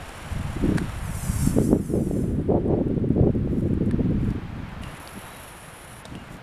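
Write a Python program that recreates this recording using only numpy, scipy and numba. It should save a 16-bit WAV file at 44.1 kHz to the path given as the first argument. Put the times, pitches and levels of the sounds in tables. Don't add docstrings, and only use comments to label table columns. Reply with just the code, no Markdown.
import sys
import numpy as np
from scipy import signal
from scipy.fft import rfft, irfft, next_fast_len
from scipy.io import wavfile
from scipy.ndimage import uniform_filter1d, map_coordinates
from numba import njit

SR = 44100
rng = np.random.default_rng(int(sys.argv[2]) if len(sys.argv) > 2 else 0)


def wav_record(signal):
    frames = np.transpose(np.atleast_2d(signal))
    bounded = np.clip(frames, -1, 1)
    quanta = np.round(bounded * 32767).astype(np.int16)
    wavfile.write(sys.argv[1], SR, quanta)


N = 283122
T = np.arange(N) / SR


def undb(db):
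    return 10 ** (np.asarray(db) / 20)


def unit(x):
    return x / np.sqrt(np.mean(x ** 2))


def curves(table):
    times, *columns = np.transpose(table)
    return [np.interp(T, times, column) for column in columns]


def swells(table):
    return sum(height * np.exp(-.5 * ((T - s) / half_s) ** 2) for s, height, half_s in table)


def walk(rate_hz):
    hold = max(int(SR / rate_hz), 2)
    steps = np.repeat(rng.standard_normal(N // hold + 1), hold)
    return unit(uniform_filter1d(uniform_filter1d(steps, hold), hold)[:N])


def coloured(points):
    hz, db = np.transpose(points)
    size = next_fast_len(N)
    freqs = np.maximum(np.fft.rfftfreq(size, 1 / SR), 1)
    gain = undb(np.interp(np.log(freqs), np.log(hz), db))
    return unit(irfft(rfft(rng.standard_normal(size)) * gain, size)[:N])


@njit
def svf(x, hz, damping):
    low, band = np.empty(len(x)), np.empty(len(x))
    band_state, low_state = 0., 0.
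    for i in range(len(x)):
        g = np.tan(np.pi * hz[i] / SR)
        v = (band_state + g * (x[i] - low_state)) / (1 + g * (g + damping))
        low[i], band[i] = low_state + g * v, damping * v
        band_state, low_state = 2 * v - band_state, 2 * low[i] - low_state
    return low, band


def band_pass(x, hz, width):
    return svf(x, np.full(len(x), float(hz)), float(width))[1]


def butter(x, kind, hz, order):
    return signal.sosfilt(signal.butter(order, hz, kind, fs=SR, output="sos"), x)


def self_noise(level_db=-76):
    return undb(level_db) * coloured([(1000, -12), (6000, 0.5), (10000, 8), (14000, -14), (18000, -21)])


def lake(lap_db=0.8):
    # time_s, level_db
    heard_levels = [(0, -40), (1.52, -41), (1.78, -51.5), (2.5, -52), (3.7, -49), (4.5, -43.5),
                    (5.1, -41.7), (6.0, -45), (6.42, -44)]
    # freq_hz, level_db
    wash_colour = [(40, -0.5), (200, 1), (400, -3.5), (650, -0.5), (900, -1.5), (1500, -3.5), (2100, -7),
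                   (3200, -13.5), (4200, -19.5), (5500, -26.5), (8000, -32), (10000, -34), (14000, -36)]
    level_db, = curves(heard_levels)
    wash = sum(coloured(wash_colour) * undb(lap_db * walk(rate_hz)) for rate_hz in (5, 14))
    return undb(level_db) * unit(wash)


def high_ticks(per_s=7, level_db=-63, spread_db=3, t60_s=.02):
    # start_s, level_db
    clear_ticks = [(2.68, -57), (2.882, -58), (3.09, -57), (3.35, -60), (3.453, -63), (3.738, -54),
                   (3.861, -54), (4.69, -54)]
    triggers = (rng.random(N) < per_s / SR) * undb(level_db + spread_db * rng.standard_normal(N))
    for start_s, tick_db in clear_ticks:
        triggers[int(start_s * SR)] += undb(tick_db)
    decay = np.exp(-np.log(1000) / (t60_s * SR))
    envelope = signal.lfilter([1], [1, -decay], triggers + 1e-18)
    return envelope * unit(band_pass(rng.standard_normal(N), hz=9000, width=.45))


def goslings(waver=.015):
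    # centre_s, level_db, half_length_s, pitch_hz
    peeps = [(4.868, -54, .035, 2790), (5.33, -59, 0.062, 3870), (6.197, -54.5, .03, 2830)]
    wavering_s = np.cumsum(1 + waver * walk(300)) / SR
    return sum(swells([(s, undb(db), half_s)]) * unit(np.sin(2 * np.pi * hz * wavering_s))
               for s, db, half_s, hz in peeps)


def case(x, leak=0.25):
    # freq_hz, width_hz, gain_db
    modes = [(2910, 1330, 7.5), (4060, 180, -14), (5540, 200, 4.5), (6100, 300, -4), (7000, 430, 3),
             (7600, 230, 2), (8370, 420, -1), (9430, 660, 3.5), (10300, 300, -14), (10640, 540, -1),
             (12200, 580, -9)]
    ring = sum(undb(db) * signal.lfilter(*signal.iirpeak(hz, hz / width_hz, fs=SR), x)
               for hz, width_hz, db in modes)
    return unit(ring + leak * x)


def grip_crackle(per_s=45, floor_db=-54, spread_db=3):
    tick_db = floor_db + spread_db * np.minimum(rng.exponential(size=N), 3)
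    ticks = (rng.random(N) < per_s / SR) * undb(tick_db)
    return butter(ticks, "high", hz=7500, order=3)


def rubs(grain_db=3):
    # centre_s, level_db, half_length_s
    slides = [(3.59, -62, 0.076), (3.87, -67, .02), (4.278, -62, .05), (4.717, -69, 0.033),
              (6.34, -54.5, 0.028)]
    pressure = swells([(s, undb(db), half_s) for s, db, half_s in slides])
    friction = butter(rng.standard_normal(N), "high", hz=5300, order=2)
    return pressure * case(friction * undb(grain_db * walk(300)))


def clicks(attack_s=.0004, grit_share=.6):
    # start_s, knock_db, knock_hz, snap_db, t60_s
    hits = [(.091, -55, 2800, -40, .02), (.774, -39, 1600, -40, .03), (.779, -36, 1600, -37, .015),
            (.7825, -25, 1620, -33, .02), (3.9105, -35, 1760, -41, .016), (4.304, -57, 4600, -54, .025),
            (4.835, -40, 2830, -43, .022), (5.075, -40, 4400, -33, .008), (6.053, -44, 3700, -39, .035),
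            (6.152, -42, 2810, -43, .018)]
    # freq_hz, level_db
    snap_colour = [(1000, 13.5), (3000, -5.5), (4700, 3), (7000, -2.5), (9500, 6), (11500, -24),
                   (14000, -9)]
    out, snap = np.zeros(N), coloured(snap_colour)
    t = T[:SR // 12]
    for start_s, knock_db, knock_hz, snap_db, t60_s in hits:
        onset = int(start_s * SR)
        span = slice(onset, onset + len(t))
        envelope = np.exp(-np.log(1000) * t / t60_s) * np.minimum(t / attack_s, 1)
        grit = unit(band_pass(rng.standard_normal(len(t)), knock_hz, width=.2))
        knock = np.sin(2 * np.pi * knock_hz * t) + grit_share * grit
        out[span] += 2 * envelope * (undb(knock_db) * knock + undb(snap_db) * snap[span])
    return out


def zoom(ramp_s=0.015, chatter_db=1.74):
    # start_s, end_s, hum_db, whine_db, whine_hz
    runs = [(0, 0.99, -51, -69, 10100), (4.817, 4.99, -55.5, -58.5, 10300),
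            (4.997, 5.503, -53, -51.5, 10800), (5.495, 6.021, -54.5, -53, 10280),
            (6.038, 6.36, -60.5, -89, 10600)]
    drive = np.zeros(N)
    for start_s, end_s, hum_db, whine_db, whine_hz in runs:
        running = np.clip(.5 + np.minimum(T - start_s, end_s - T) / ramp_s, 0, 1)
        whine = rng.standard_normal(N)
        for _ in range(2):
            whine = band_pass(whine, whine_hz, width=0.49)
        gears = case(butter(whine, "high", 0.93 * whine_hz, order=12), leak=1.2)
        hum = case(rng.standard_normal(N))
        drive += running * (undb(hum_db) * hum + undb(whine_db) * gears)
    return butter(undb(chatter_db * walk(220)) * drive, "low", hz=12600, order=12)


def wind(buffet_db=1.5, flutter_db=3.0, flutter_bend=0.085, octaves_per_db=0.0712, trim_db=-0.05):
    # time_s, level_db, corner_hz
    breeze = [(0, -38.5, 89.4), (.22, -43.5, 90), (.33, -31, 137), (.55, -32.5, 149), (.64, -20, 273),
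              (.81, -26, 265), (.93, -31, 127), (1.48, -27, 152), (1.58, -21.5, 308), (1.87, -26, 331),
              (2.38, -24.5, 293), (2.67, -23.5, 395), (3.0, -25, 286), (3.55, -24, 273), (4.29, -23.5, 239),
              (4.42, -35, 225), (4.88, -37, 186), (5.06, -51, 152), (6.42, -47, 172)]
    # centre_s, rise_db, half_length_s
    gusts = [(.48, 7.5, 0.011), (1.3, 4.5, .012), (1.45, 4, 0.028), (1.59, 5, 0.043), (1.735, 6.5, 0.03),
             (1.87, -5.5, 0.034), (1.98, 4, 0.026), (2.44, -8, 0.016), (2.53, 2.5, 0.05), (2.62, -6, 0.011),
             (2.7, 3.5, 0.02), (3.245, 5, 0.056), (3.32, -16, 0.0066), (3.89, 1, 0.019), (4.8, 6, 0.036),
             (5.17, 12.5, 0.013), (6.16, 10.5, 0.05), (6.34, 12.5, 0.032)]
    breeze_db, breeze_hz = curves(breeze)
    gust_db = swells(gusts) + buffet_db * walk(14)
    flutter = walk(85)
    brightening = 2 ** (octaves_per_db * gust_db) * np.exp(flutter_bend * flutter)
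    corner_hz = np.clip(breeze_hz * brightening, 40, 2000)
    push = rng.standard_normal(N) / np.sqrt(corner_hz)
    for edge_hz in (corner_hz, corner_hz, 2.05 * corner_hz):
        push = svf(push, edge_hz, damping=1.25)[0]
    low, band = svf(push, 0.16 * corner_hz, damping=2.2)
    push = (push - low - band / 2) * undb(flutter_db * flutter)
    push /= np.sqrt(uniform_filter1d(push ** 2, int(.06 * SR)) + 1e-18)
    return push * undb(breeze_db + gust_db + trim_db)


def eddies(half_length_cycles=0.23):
    # centre_s, level_db, pitch_hz
    thumps = [(0.7202, -9.5, 235), (1.299, -11.5, 123), (1.369, -17.5, 63.6), (1.475, -4.5, 157),
              (1.586, -2, 365), (1.692, -7.5, 210), (1.73, -0.5, 335), (1.939, -6.5, 278),
              (2.112, -13, 366), (2.504, -7.5, 335), (2.552, -8, 392), (2.79, -11, 352), (2.98, -14, 334),
              (3.042, -12.5, 265), (3.106, -4.5, 196), (3.18, -14, 405), (3.212, -5, 102), (3.276, -9, 360),
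              (3.475, -15.5, 340), (3.733, -9, 215)]
    out = np.zeros(N)
    for centre_s, level_db, pitch_hz in thumps:
        near = abs(T - centre_s) < .04
        cycles = (T[near] - centre_s) * pitch_hz
        out[near] -= undb(level_db) * np.sin(2 * np.pi * cycles) / np.cosh(cycles / half_length_cycles)
    return out


def breath_db(rise_db_per_s=62, fall_db_per_s=68.5):
    # hold_start_s, hold_s, level_db, swell_over_hold_db
    hisses = [(1.23, .2, -38, 0), (1.86, .35, -50, -3)]
    # centre_s, rise_db, half_length_s
    pushes = [(1.48, 6, 0.041), (1.67, 12.5, 0.055)]
    envelopes_db = []
    for hold_start_s, hold_s, level_db, swell_db in hisses:
        t = T - hold_start_s
        held_db = level_db + swell_db * np.clip(t / hold_s, 0, 1)
        attack_db = rise_db_per_s * np.minimum(t, 0)
        release_db = -fall_db_per_s * np.maximum(t - hold_s, 0)
        envelopes_db.append(held_db + attack_db + release_db)
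    return np.max(envelopes_db, axis=0) + swells(pushes)


def goose(echo_gain=0.65, ripple_ms=.009, rasp_db=0.8, gentle_breath_db=-49.5):
    # freq_hz, level_db
    hiss_colour = [(1500, -25), (3500, -17.5), (4600, -9.5), (5150, -6.5), (5500, -4), (5950, -3),
                   (6900, -3.5), (7400, 1.5), (7900, 0.5), (10000, 1), (11500, -3.5), (13400, -7.5),
                   (13900, -11)]
    # time_s, lag_ms
    echo_lags = [(1.04, .58), (1.2, .94), (1.29, 1.04), (1.53, 1.12), (1.59, 1.03), (1.73, .53),
                 (1.79, .52), (1.91, .73), (2.13, .94), (2.4, 1.02)]
    level_db = breath_db()
    lag_ms, = curves(echo_lags)
    bill = unit(band_pass(rng.standard_normal(N), hz=10400, width=0.11))
    bill_db = -5 - .6 * np.maximum(level_db - gentle_breath_db, 0)
    rush = coloured(hiss_colour) + bill * undb(bill_db)
    air = rush * undb(rasp_db * walk(90))
    lag_samples = (lag_ms + ripple_ms * walk(250)) / 1000 * SR
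    echo = map_coordinates(air, [np.arange(N) - lag_samples], order=3)
    return unit(air + echo_gain * echo) * undb(level_db)


def scene():
    camera = self_noise() + zoom() + rubs() + clicks() + grip_crackle()
    return (wind() + eddies() + lake() + high_ticks() + goose() + goslings() + camera)[None]


def record(dry, top_hz=14150):
    rounded = np.tanh(1.233 * dry) / 1.171
    return signal.sosfilt(signal.ellip(12, .2, 80, top_hz, fs=SR, output="sos"), rounded)


dry = scene()
out = record(dry)
wav_record(out)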